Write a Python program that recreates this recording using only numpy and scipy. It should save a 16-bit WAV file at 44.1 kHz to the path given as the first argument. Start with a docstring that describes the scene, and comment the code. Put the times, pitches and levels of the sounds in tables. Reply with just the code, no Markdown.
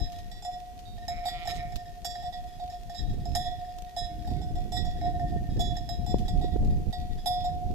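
"""An open field, where a flock of sheep grazes. Close by and a little to the right, clappers hit two
sheet-metal neck bells, and each hit makes a low hum and a bright clang. Dry stalks snap under mouths
and hooves, and other bells tinkle behind. One sheep bleats, pushing buzzy pulses through its throat.
Later comes a faint, far-off call, probably a distant sheep: a low fading tone with two thin overtones.
Gusts of wind shake the microphone more and more."""
import sys
import numpy as np
from scipy import signal
from scipy.fft import rfft, irfft
from scipy.io import wavfile
from scipy.ndimage import map_coordinates

SR = 44100
rng = np.random.default_rng(int(sys.argv[2]) if len(sys.argv) > 2 else 0)


def unload_wav(signal):
    """Save mono or channel-first audio to the path in sys.argv[1] as 16-bit WAV at rate SR, clipped to [-1, 1]."""
    wavfile.write(
        sys.argv[1],
        SR,
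        np.round(np.clip(np.atleast_2d(signal).T, -1, 1) * 32767).astype(np.int16),
    )


N = 341334
TIME = np.arange(N) / SR

# The steady breeze, which picks up halfway: time_s, level_db
BREEZE = [(0, -42.5), (3.9, -44), (4.3, -35), (7.74, -35.5)]
# Gusts on top of the breeze: start_s, hold_s, level_db, left_minus_right_db
GUSTS = [(-.03, 0.01, -36, 11), (1.469, 0.25, -37, -5), (2.977, 0.008, -32.5, 6), (3.057, 0.32, -33, -4),
         (4.257, 0.53, -34, -9), (5.02, 0.68, -31.5, -5), (5.972, 0.012, -31.5, 17),
         (6.116, 0.67, -31, -2.5), (6.585, 0.034, -27, 21), (7.463, 0.28, -35, -25)]
# The tone of wind on the microphone, of open land and of a breaking stalk: frequency_hz, gain_db
WIND_TONE = [(12, -32), (20, 7), (43, 0), (124, -7.5), (201, -12), (307, -16.5), (600, -29.5), (780, -19.5),
             (1320, -120)]
FIELD_TONE = [(30, 10), (150, 0.5), (400, 6), (1200, -10), (3000, -7), (6000, -9), (9500, -16),
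              (13000, -14)]
STALK_TONE = [(500, -2.5), (1500, -16), (3500, -4.5), (7000, -10), (9500, -21.5), (13000, -15.5)]
# How much louder a sound from the right is on the left side: frequency_hz, left_minus_right_db
SIDE_BALANCE = [(700, -1.7), (1900, 1), (3400, -31), (5200, -28.5), (7500, 9.5), (12000, -10.5)]
# Clapper hits on the lower and the higher near bell:
# start_s, hum_db, clang_db, rim_place_turns, hardness_db_per_octave
LOW_BELL_HITS = [(.0003,-41,-49,.57,4), (.9773,-42.5,-61.5,0.45,-5), (1.0809,-33.5,-44.5,.4,5),
                 (1.4735,-33,-44,0.38,1), (1.7213,-41.5,-54.5,0.24,1.6), (2.0461,-34.5,-39.5,0.17,1.5),
                 (2.1543,-37.5,-59,0.52,-4.5), (2.6993,-43.5,-55,0.25,0.5), (2.8959,-41,-56,0.16,-5.5),
                 (2.9469,-46,-52.5,0.49,7.5), (3.2545,-40.5,-52,0.47,9.5), (3.3503,-36,-40,0.37,5),
                 (3.9641,-34.5,-45.5,.68,6), (4.8495,-44,-52,0.11,-3), (5.0125,-33.5,-55,0.51,-1.7),
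                 (5.1955,-35.5,-56.5,0.27,-8), (5.5923,-34,-41.5,0.89,1.5), (5.7667,-40,-55.5,0.4,2),
                 (5.8899,-41,-45.5,0.6,6)]
HIGH_BELL_HITS = [(.3145,-51.5,-54.5,0.43,2.5), (.4225,-50,-50.5,0.11,3), (.4475,-37,-47,0.21,-0.5),
                  (1.2535,-32,-42.5,0.67,10.5), (1.2835,-41.5,-47.5,0.072,-11), (1.4525,-37.5,-51.8,.24,3),
                  (2.2255,-40.5,-54.5,0.45,1), (2.3243,-38.5,-60,0.79,-3), (2.5963,-37,-58,0.61,1.5),
                  (3.3563,-33,-40,.02,-3), (4.2741,-41.5,-48,0.63,5.5), (4.4149,-41.5,-56.5,0.18,-2),
                  (4.5537,-39.5,-57,0.07,-7), (4.7201,-32,-44,0.31,6.5), (4.7683,-42,-54,0.69,-4),
                  (5.0497,-35.5,-59,.46,0), (5.6055,-41.5,-52.5,0.85,2), (6.0633,-39,-46.5,0.24,5),
                  (6.2803,-40,-51.5,0.73,6), (6.4113,-37.5,-53.5,.59,4.5), (6.9263,-39.5,-52.5,0.65,1.5),
                  (7.2581,-28.5,-36.5,0.85,0.5), (7.4413,-32,-53.5,.09,-6)]
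HARD_HIT_DB = -28  # clang_db of a hit at full force
# Each oval bell's lowest note, split into two close pitches, and its hollow knock:
# pitch_hz, twin_hz, twin_gain_db, ring_s, knock_hz, knock_gain_db
HUM_NOTES = [(709.3, 702.5, -10, 1.6, 745, -3), (721.65, 719.6, -14, 1.9, 785, 1)]
# Notes of each near bell's metal wall, and where a hit wakes them best: pitch_hz, gain_db, place_turns
LOW_WALL_NOTES = [(1828.0, -11.3, 0.49), (1843.0, -9.7, 0.53), (1881.0, -18.5, 0.44), (3337.0, -17.4, 0.52),
                  (3415.0, -3.9, 0.85), (3746.0, -19.9, 0.32), (3878.0, -6.7, 0.56), (4650.0, -17.2, 0.04),
                  (4754.0, -19.3, 0.16), (5102.0, -5.5, 0.66), (5214.0, -6.8, 0.54), (5259.0, -7.7, 0.39),
                  (5465.0, -7.1, 0.02), (6716.0, -16.1, 0.01), (6766.0, -20.9, 0.34), (7031.0, -20.5, 0.95),
                  (7262.0, -21.8, 0.95), (7466.0, -18.9, 0.42), (7590.0, -15.0, 0.99)]
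HIGH_WALL_NOTES = [(1913.0, -9.3, 0.48), (3419.0, -8.1, 0.9), (3488.0, -9.1, 0.35), (3772.0, -5.0, 0.73),
                   (3940.0, -16.6, 0.34), (4656.0, -13.0, 0.6), (4935.0, -13.0, 0.81),
                   (5126.0, -11.6, 0.22), (5250.0, -9.5, 0.9), (5385.0, -12.9, 0.97), (5438.0, -13.5, 0.35),
                   (7077.0, -16.8, 0.11), (7305.0, -26.5, 0.01), (7490.0, -17.8, 0.06),
                   (7598.0, -18.8, 0.03), (7725.0, -19.6, 0.35)]
# The highest wall notes, which need a strong hit to be heard: pitch_hz
LOW_SHIMMER = [8809, 9348, 9934, 10206, 11108, 11458, 12040, 12500, 12790, 13248]
HIGH_SHIMMER = [9200, 9821, 10112, 10352, 11307, 11740, 12497, 13057, 13463]
RING_CYCLES = 2700  # a wall note fades 60 dB in this many vibrations, so high notes die first
# Dry stalks snapping and tearing: start_s, level_db, length_s
STALK_SNAPS = [(0.12, -48, 0.049), (0.185, -49.5, 0.039), (0.791, -49, 0.02), (1.758, -33, 0.013),
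               (3.785, -43, 0.011), (3.822, -40, 0.0041), (6.184, -44.5, 0.044), (6.647, -52.5, 0.032)]
# Hits on the small bell: start_s, level_db
SMALL_BELL_HITS = [(0.855, -52), (2.947, -50)]
# The small bell's notes: pitch_hz, gain_db
SMALL_BELL_NOTES = [(3702, 0), (3866, -4), (4578, -7)]
# The course of the bleat: time_s, pitch_hz, level_db, mouth_open_0_to_1, hoarseness_0_to_1
BLEAT_SHAPE = [(1.069, 157.3, -66, 0, 0.2), (1.136, 160.9, -51, 0, 0.4), (1.3, 170.1, -50.5, 0.6, 0.2),
               (1.43, 168.6, -45.5, 0.93, 0.24), (1.564, 163, -43.5, 1, 0.89),
               (1.62, 154.5, -53.5, 0.2, 0.4), (1.741, 151, -64, 0, 0.47)]
# The sheep's throat with the mouth nearly shut and wide open: frequency_hz, gain_db
THROAT_SHUT = [(300, -7), (900, -26), (1330, -6), (1600, -9), (2300, 10), (2750, -19), (3400, -18),
               (4500, -23), (7000, -30)]
THROAT_OPEN = [(300, -2.5), (900, -8), (1350, 2), (1600, -16), (2000, 4.5), (2400, 9.5), (2650, -4),
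               (3000, 5), (4200, -2.5), (5500, -27), (9000, -19)]
# Faint, far-off calls: start_s, level_db
FAR_CALLS = [(4.098, -59.5), (4.361, -57), (5.009, -54.5)]
# The far call's low tone and its two thin overtones: pitch_hz, gain_db, fade_s
FAR_CALL_TONES = [(313, 10.5, 3.4), (1510, -12, 2), (2180, -2, 0.4)]


def amp(db):
    """Turns decibels into a number to multiply by."""
    return 10 ** (np.asarray(db) / 20)


def unit(x):
    """Scales a signal to an average strength (rms) of 1."""
    return x / np.sqrt(np.mean(x ** 2) + 1e-20)


def gain_at(table, hz):
    """Looks up the gain between the rows of a frequency_hz, gain_db table."""
    table_hz, db = np.transpose(table)
    return amp(np.interp(np.log(hz + 1), np.log(table_hz + 1), db))


def colour(x, table):
    """Gives a sound the tone in a table, at strength 1."""
    return unit(irfft(rfft(x) * gain_at(table, np.fft.rfftfreq(N, 1 / SR)), N))


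def filtered(x, order, hz, kind):
    """Keeps the lows, the highs or a band; a higher order cuts more steeply."""
    return signal.sosfilt(signal.butter(order, hz, kind, fs=SR, output="sos"), x)


def drift(shape, hz):
    """A random wobble of strength 1, up to about hz wiggles a second."""
    keep_slow = np.exp(-(np.fft.rfftfreq(N, 1 / SR) / hz) ** 2)
    return unit(irfft(rfft(rng.standard_normal(shape)) * keep_slow, N))


def add(mix, start_s, sound):
    """Mixes a sound in at its start time."""
    part = mix[..., max(round(start_s * SR), 0):][..., :sound.shape[-1]]
    part += sound[..., :part.shape[-1]]


def ring(hz, db, ring_s, t):
    """One pure note that fades by 60 dB in ring_s."""
    return amp(db - 60 * t / ring_s) * np.sin(2 * np.pi * hz * t)


def from_right(x, delay_s=0.00014):
    """A sound from the right reaches the left side later, with much of its treble shaded."""
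    hz = np.fft.rfftfreq(N, 1 / SR)
    shade = gain_at(SIDE_BALANCE, hz)
    sides = np.array([shade * np.exp(-2j * np.pi * hz * delay_s), np.ones(len(hz))])
    return irfft(rfft(x) * sides * np.sqrt(2 / (1 + shade ** 2)), N)


def wind_level_db(rise_s=0.023, fall_s=0.12):
    """The wind's level on each side: a gust rises fast, holds, then sinks back into the breeze."""
    power = amp(np.interp(TIME, *np.transpose(BREEZE))) ** 2
    for start_s, hold_s, db, side_db in GUSTS:
        rise = np.clip((TIME - start_s) / rise_s, 0, 1)
        fall = np.exp(-np.maximum(TIME - start_s - rise_s - hold_s, 0) / fall_s)
        sides = unit(amp([[side_db], [0]]))
        power = power + (amp(db) * sides * rise * fall) ** 2
    return 10 * np.log10(power)


def wind(gain_db=2.0, lump_db=3.5, deep_hz=70, body_growth=0.46, strong_db=-34,
         swirl_db=-18, swirl_growth=1.7, swirl_lump_db=8.5, swirl_hz=(110, 430)):
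    """Air pushes unevenly on each side; strong gusts sound fuller and shed small, higher swirls."""
    level_db = wind_level_db()
    excess_db = level_db - strong_db
    lumps_db = lump_db * drift((2, N), 16)
    rumble = colour(rng.standard_normal((2, N)), WIND_TONE)
    rumble = unit(filtered(rumble, 1, 200, "low") * amp(lumps_db))
    deep = filtered(rumble, 1, deep_hz, "low")
    body = (rumble - deep) * amp(body_growth * excess_db)
    swirls = filtered(rng.standard_normal((2, N)), 3, swirl_hz, "band")
    swirls *= amp(lumps_db + swirl_lump_db * drift((2, N), 54))
    swirls = unit(swirls * amp([[0], [6]]))  # stronger on the right
    swirls *= amp(strong_db + swirl_db + swirl_growth * excess_db)
    return amp(gain_db + level_db) * (deep + body) + swirls


def wind_thumps(gain_db=-7, per_s=10, spread_db=6.0, width_s=0.00085):
    """Small swirls bump one side of the microphone or the other, as hard as the wind blows."""
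    hits = (rng.random((2, N)) < per_s / SR) * amp(spread_db * rng.uniform(-0.99, 1, (2, N)))
    age = TIME[:SR // 20] / width_s
    bumps = signal.fftconvolve(hits, [age ** 3 * np.exp(-age)], axes=1)[:, :N]
    return amp(gain_db + wind_level_db()) * unit(bumps)


def field(hush_db=-57, crackle_db=-65, crackles_per_s=70, spread_db=4.0):
    """The hush of open land, and the fine crackle of many mouths and hooves in dry grass."""
    hush = colour(rng.standard_normal((2, N)) + 0.26 * rng.standard_normal(N), FIELD_TONE)
    moments = rng.random(N) < crackles_per_s / SR
    clicks = moments * amp(spread_db * np.minimum(rng.exponential(1, (2, N)), 4))
    one_crack = rng.standard_normal((2, 400)) * np.exp(-TIME[:400] / 0.0024)
    crackle = colour(signal.fftconvolve(clicks, one_crack, axes=1)[:, :N], STALK_TONE)
    return amp(hush_db) * hush + amp(crackle_db) * crackle


def bell_mouth(x, band_hz=(673, 836)):
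    """The bell's opening lets out only the pitches near its lowest note."""
    return filtered(x, 2, band_hz, "band")


def hum(hits, notes, contact_s=0.00047, softening=0.49, stop_s=0.014,
        knock_s=0.12, knock_share=0.78, peak_db=2.5, peak_s=0.0047):
    """Each hit restarts two close notes that throb together; hard hits start faster and knock more."""
    hz, twin_hz, twin_db, ring_s, knock_hz, knock_db = notes
    out = np.zeros(N)
    ends_s = [hit[0] for hit in hits[1:]] + [N / SR]
    for (start_s, db, clang_db, *_), end_s in zip(hits, ends_s):
        t = np.arange(0, end_s - start_s + stop_s, 1 / SR)
        rise_s = contact_s * amp(softening * (HARD_HIT_DB - clang_db))
        fades = np.clip(np.minimum(t / rise_s, (t[-1] - t) / stop_s), 0, 1)
        first_peak = amp(peak_db * np.exp(-t / peak_s))
        pair = ring(hz, db, ring_s, t) + ring(twin_hz, db + twin_db, ring_s, t)
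        knock = ring(knock_hz, knock_db + db + knock_share * (clang_db - db), knock_s, t)
        add(out, start_s, fades * first_peak * (pair + knock))
    return bell_mouth(out)


def rattle(sound, gap_s=0.006, bounce=0.34, count=4):
    """The clapper skids and bounces, so one hit is a few touches, each weaker than the last."""
    out, sizes = np.zeros(len(sound)), bounce ** np.arange(count)
    gaps = gap_s * rng.uniform(0.3, 1.6, count)
    for start_s, size in zip(np.cumsum(gaps) - gaps[0], sizes):
        add(out, start_s, size * sound)
    return out / np.linalg.norm(sizes)


def clang(hits, notes, shimmer_hz, place_db=7, pivot_hz=4500, tick_db=-7, tick_s=0.013, rise_s=0.001,
          peak_db=7.5, peak_s=0.064, shimmer_db=-7, shimmer_growth=0.96, spread_db=5.0):
    """Where and how hard the clapper lands picks the wall notes that ring; strong hits add shimmer."""
    out, t = np.zeros(N), TIME[:SR]
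    hz, note_db, best_place = np.transpose(notes)
    walls = np.array([ring(f, db, RING_CYCLES / f, t) for f, db in zip(hz, note_db)])
    shimmers = np.array([ring(f, shimmer_db, RING_CYCLES / f, t) for f in shimmer_hz])
    fades = np.minimum(1, t / rise_s) * np.minimum(1, 10 * (t[-1] - t))
    first_peak = amp(peak_db * np.exp(-t / peak_s))
    for start_s, _, db, place, hardness in hits:
        wall_db = hardness * np.log2(hz / pivot_hz) + place_db * np.cos(2 * np.pi * (place - best_place))
        bright_db = shimmer_growth * (db - HARD_HIT_DB) + spread_db * rng.standard_normal(len(shimmers))
        tick = amp(tick_db) * np.exp(-t / tick_s) * rng.standard_normal(SR)
        touch = amp(wall_db) @ walls + amp(bright_db) @ shimmers + tick
        add(out, start_s, amp(db) * fades * first_peak * rattle(touch))
    return out


def swing(x, travel_s=0.00004):
    """A bell moving to and fro bends its pitch very slightly."""
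    return map_coordinates(x, [(TIME + travel_s * drift(N, 6)) * SR])


def echo(x, gain_db=-10, fade_s=0.087):
    """The ground and the sheep's bodies throw back a short, blurred echo, different on each side."""
    t = TIME[:SR // 4]
    bounces = rng.standard_normal((2, len(t))) * amp(-60 * t / fade_s) * (t > 0.002)
    bounces /= np.linalg.norm(bounces[0])
    return amp(gain_db) * signal.fftconvolve(x[None], bounces, axes=1)[:, :N]


def near_bells(hum_db=2.5, hum_sway_db=2.5, wall_sway_db=3.7, sway_hz=20):
    """Two swinging bells sweep their beams of sound past the microphone, so their loudness wavers."""
    hums, walls = np.zeros(N), np.zeros(N)
    for hits, hum_notes, wall_notes, shimmer_hz in (
            (LOW_BELL_HITS, HUM_NOTES[0], LOW_WALL_NOTES, LOW_SHIMMER),
            (HIGH_BELL_HITS, HUM_NOTES[1], HIGH_WALL_NOTES, HIGH_SHIMMER)):
        hums += amp(hum_db + hum_sway_db * drift(N, sway_hz)) * swing(hum(hits, hum_notes))
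        walls += amp(wall_sway_db * drift(N, sway_hz)) * swing(clang(hits, wall_notes, shimmer_hz))
    return from_right(hums + walls) + echo(walls)


def chewing_nudges(level_db=-60, per_s=7, spread_db=9, ring_s=1.65, detune_hz=2, count=60):
    """Chewing keeps nudging both near bells: too softly to clang, but enough to keep them humming."""
    out = np.zeros(N)
    for hz, *_ in HUM_NOTES:
        for k, (shift, force, detune) in enumerate(rng.uniform(-1.1, 1, (count, 3))):
            note = ring(hz + detune_hz * detune, level_db + spread_db * force, ring_s, TIME[:SR])
            add(out, (k + shift / 2) / per_s, note)
    return from_right(bell_mouth(out))


def flock_jingle(level_db=-69, hardness=-5, size_ratio=1.016, count=26):
    """Deeper in the flock, slightly bigger bells of the same kind tinkle at random."""
    out = np.zeros(N)
    for notes, shimmer_hz in ((LOW_WALL_NOTES, LOW_SHIMMER), (HIGH_WALL_NOTES, HIGH_SHIMMER)):
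        hits = [(when * N / SR, 0, level_db, place, hardness) for when, place in rng.random((count, 2))]
        lower_notes = [(hz / size_ratio, *rest) for hz, *rest in notes]
        out += clang(hits, lower_notes, shimmer_hz)
    return out + echo(out, gain_db=3.0)


def stalk_snaps(grain_db=2.0, grain_hz=320):
    """Nearby stalks break in short, grainy bursts of noise."""
    loudness = np.zeros(N)
    for start_s, db, length_s in STALK_SNAPS:
        add(loudness, start_s, amp(db) * np.exp(-2 * TIME[:SR] / length_s))
    grains = rng.standard_normal((2, N)) * amp(grain_db * drift(N, grain_hz))
    return loudness * colour(grains, STALK_TONE)


def small_bell():
    """A small bell behind the two near ones pings with three thin, high notes."""
    out = np.zeros(N)
    ping = sum(ring(hz, db, RING_CYCLES / hz, TIME[:SR]) for hz, db in SMALL_BELL_NOTES)
    for start_s, db in SMALL_BELL_HITS:
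        add(out, start_s, amp(db) * ping)
    return from_right(out) + echo(out)


def bleat(pitch_wobble=0.00837, quaver_db=3.0, rasp_db=-3, rasp_hz=(3500, 7000)):
    """Uneven pulses and hoarse breath pass the sheep's nasal throat, brighter as the mouth opens."""
    time_s, pitch_hz, db, opening, hoarse = np.transpose(BLEAT_SHAPE)
    opening, hoarse = np.interp(TIME, time_s, opening), np.interp(TIME, time_s, hoarse)
    pitch_hz = np.interp(TIME, time_s, pitch_hz) * (1 + pitch_wobble * drift(N, 41.5))
    cycle = (np.cumsum(pitch_hz) / SR) % 1  # runs from 0 to 1 in each pulse
    buzz = unit(sum(np.cos(2 * np.pi * k * cycle) for k in range(1, 40)))
    breath = unit((1 - cycle) * rng.standard_normal(N))
    voice = ((1 - hoarse) * buzz + hoarse * breath) / np.hypot(1 - hoarse, hoarse)
    voice = (1 - opening) * colour(voice, THROAT_SHUT) + opening * colour(voice, THROAT_OPEN)
    rasp = amp(rasp_db) * opening * hoarse ** 2 * unit(filtered(breath, 1, rasp_hz, "band"))
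    loudness = amp(np.interp(TIME, time_s, db, left=-200, right=-200) + quaver_db * drift(N, 22))
    return from_right(loudness * (voice + rasp))


def far_call():
    """A faint, far-off call, probably a distant sheep: a low fading tone with two thin overtones."""
    out = np.zeros(N)
    call = sum(ring(hz, db, fade_s, TIME[:2 * SR]) for hz, db, fade_s in FAR_CALL_TONES)
    for start_s, db in FAR_CALLS:
        add(out, start_s, amp(db) * call)
    return from_right(out)


def wind_pop(time_s=6.144, gain_db=-3.5, push_s=0.00039, pull_s=0.0038, pull_share=0.48):
    """A swirl of air bursts on the left side: a sharp push inside a longer, weaker pull."""
    push = np.exp(-((TIME - time_s) / push_s) ** 2 / 2)
    pull = np.exp(-((TIME - time_s) / pull_s) ** 2 / 2)
    return np.outer([1, 0], amp(gain_db) * (push - pull_share * pull))


def scene():
    """Adds up the flock, the wind and the grass, as a left and a right channel."""
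    flock = near_bells() + chewing_nudges() + flock_jingle() + small_bell() + far_call() + bleat()
    air = wind() + wind_thumps() + wind_pop()
    return flock + air + field() + stalk_snaps()


def record(dry, lowest_hz=18, highest_hz=14500):
    """The microphone drops the deepest rumble and the highest treble."""
    thinned = filtered(dry, 2, lowest_hz, "high")
    treble_cut = signal.firwin(401, highest_hz, window=("kaiser", 9), fs=SR)
    return signal.oaconvolve(thinned, treble_cut[None], "same")


dry = scene()
out = record(dry)
unload_wav(out)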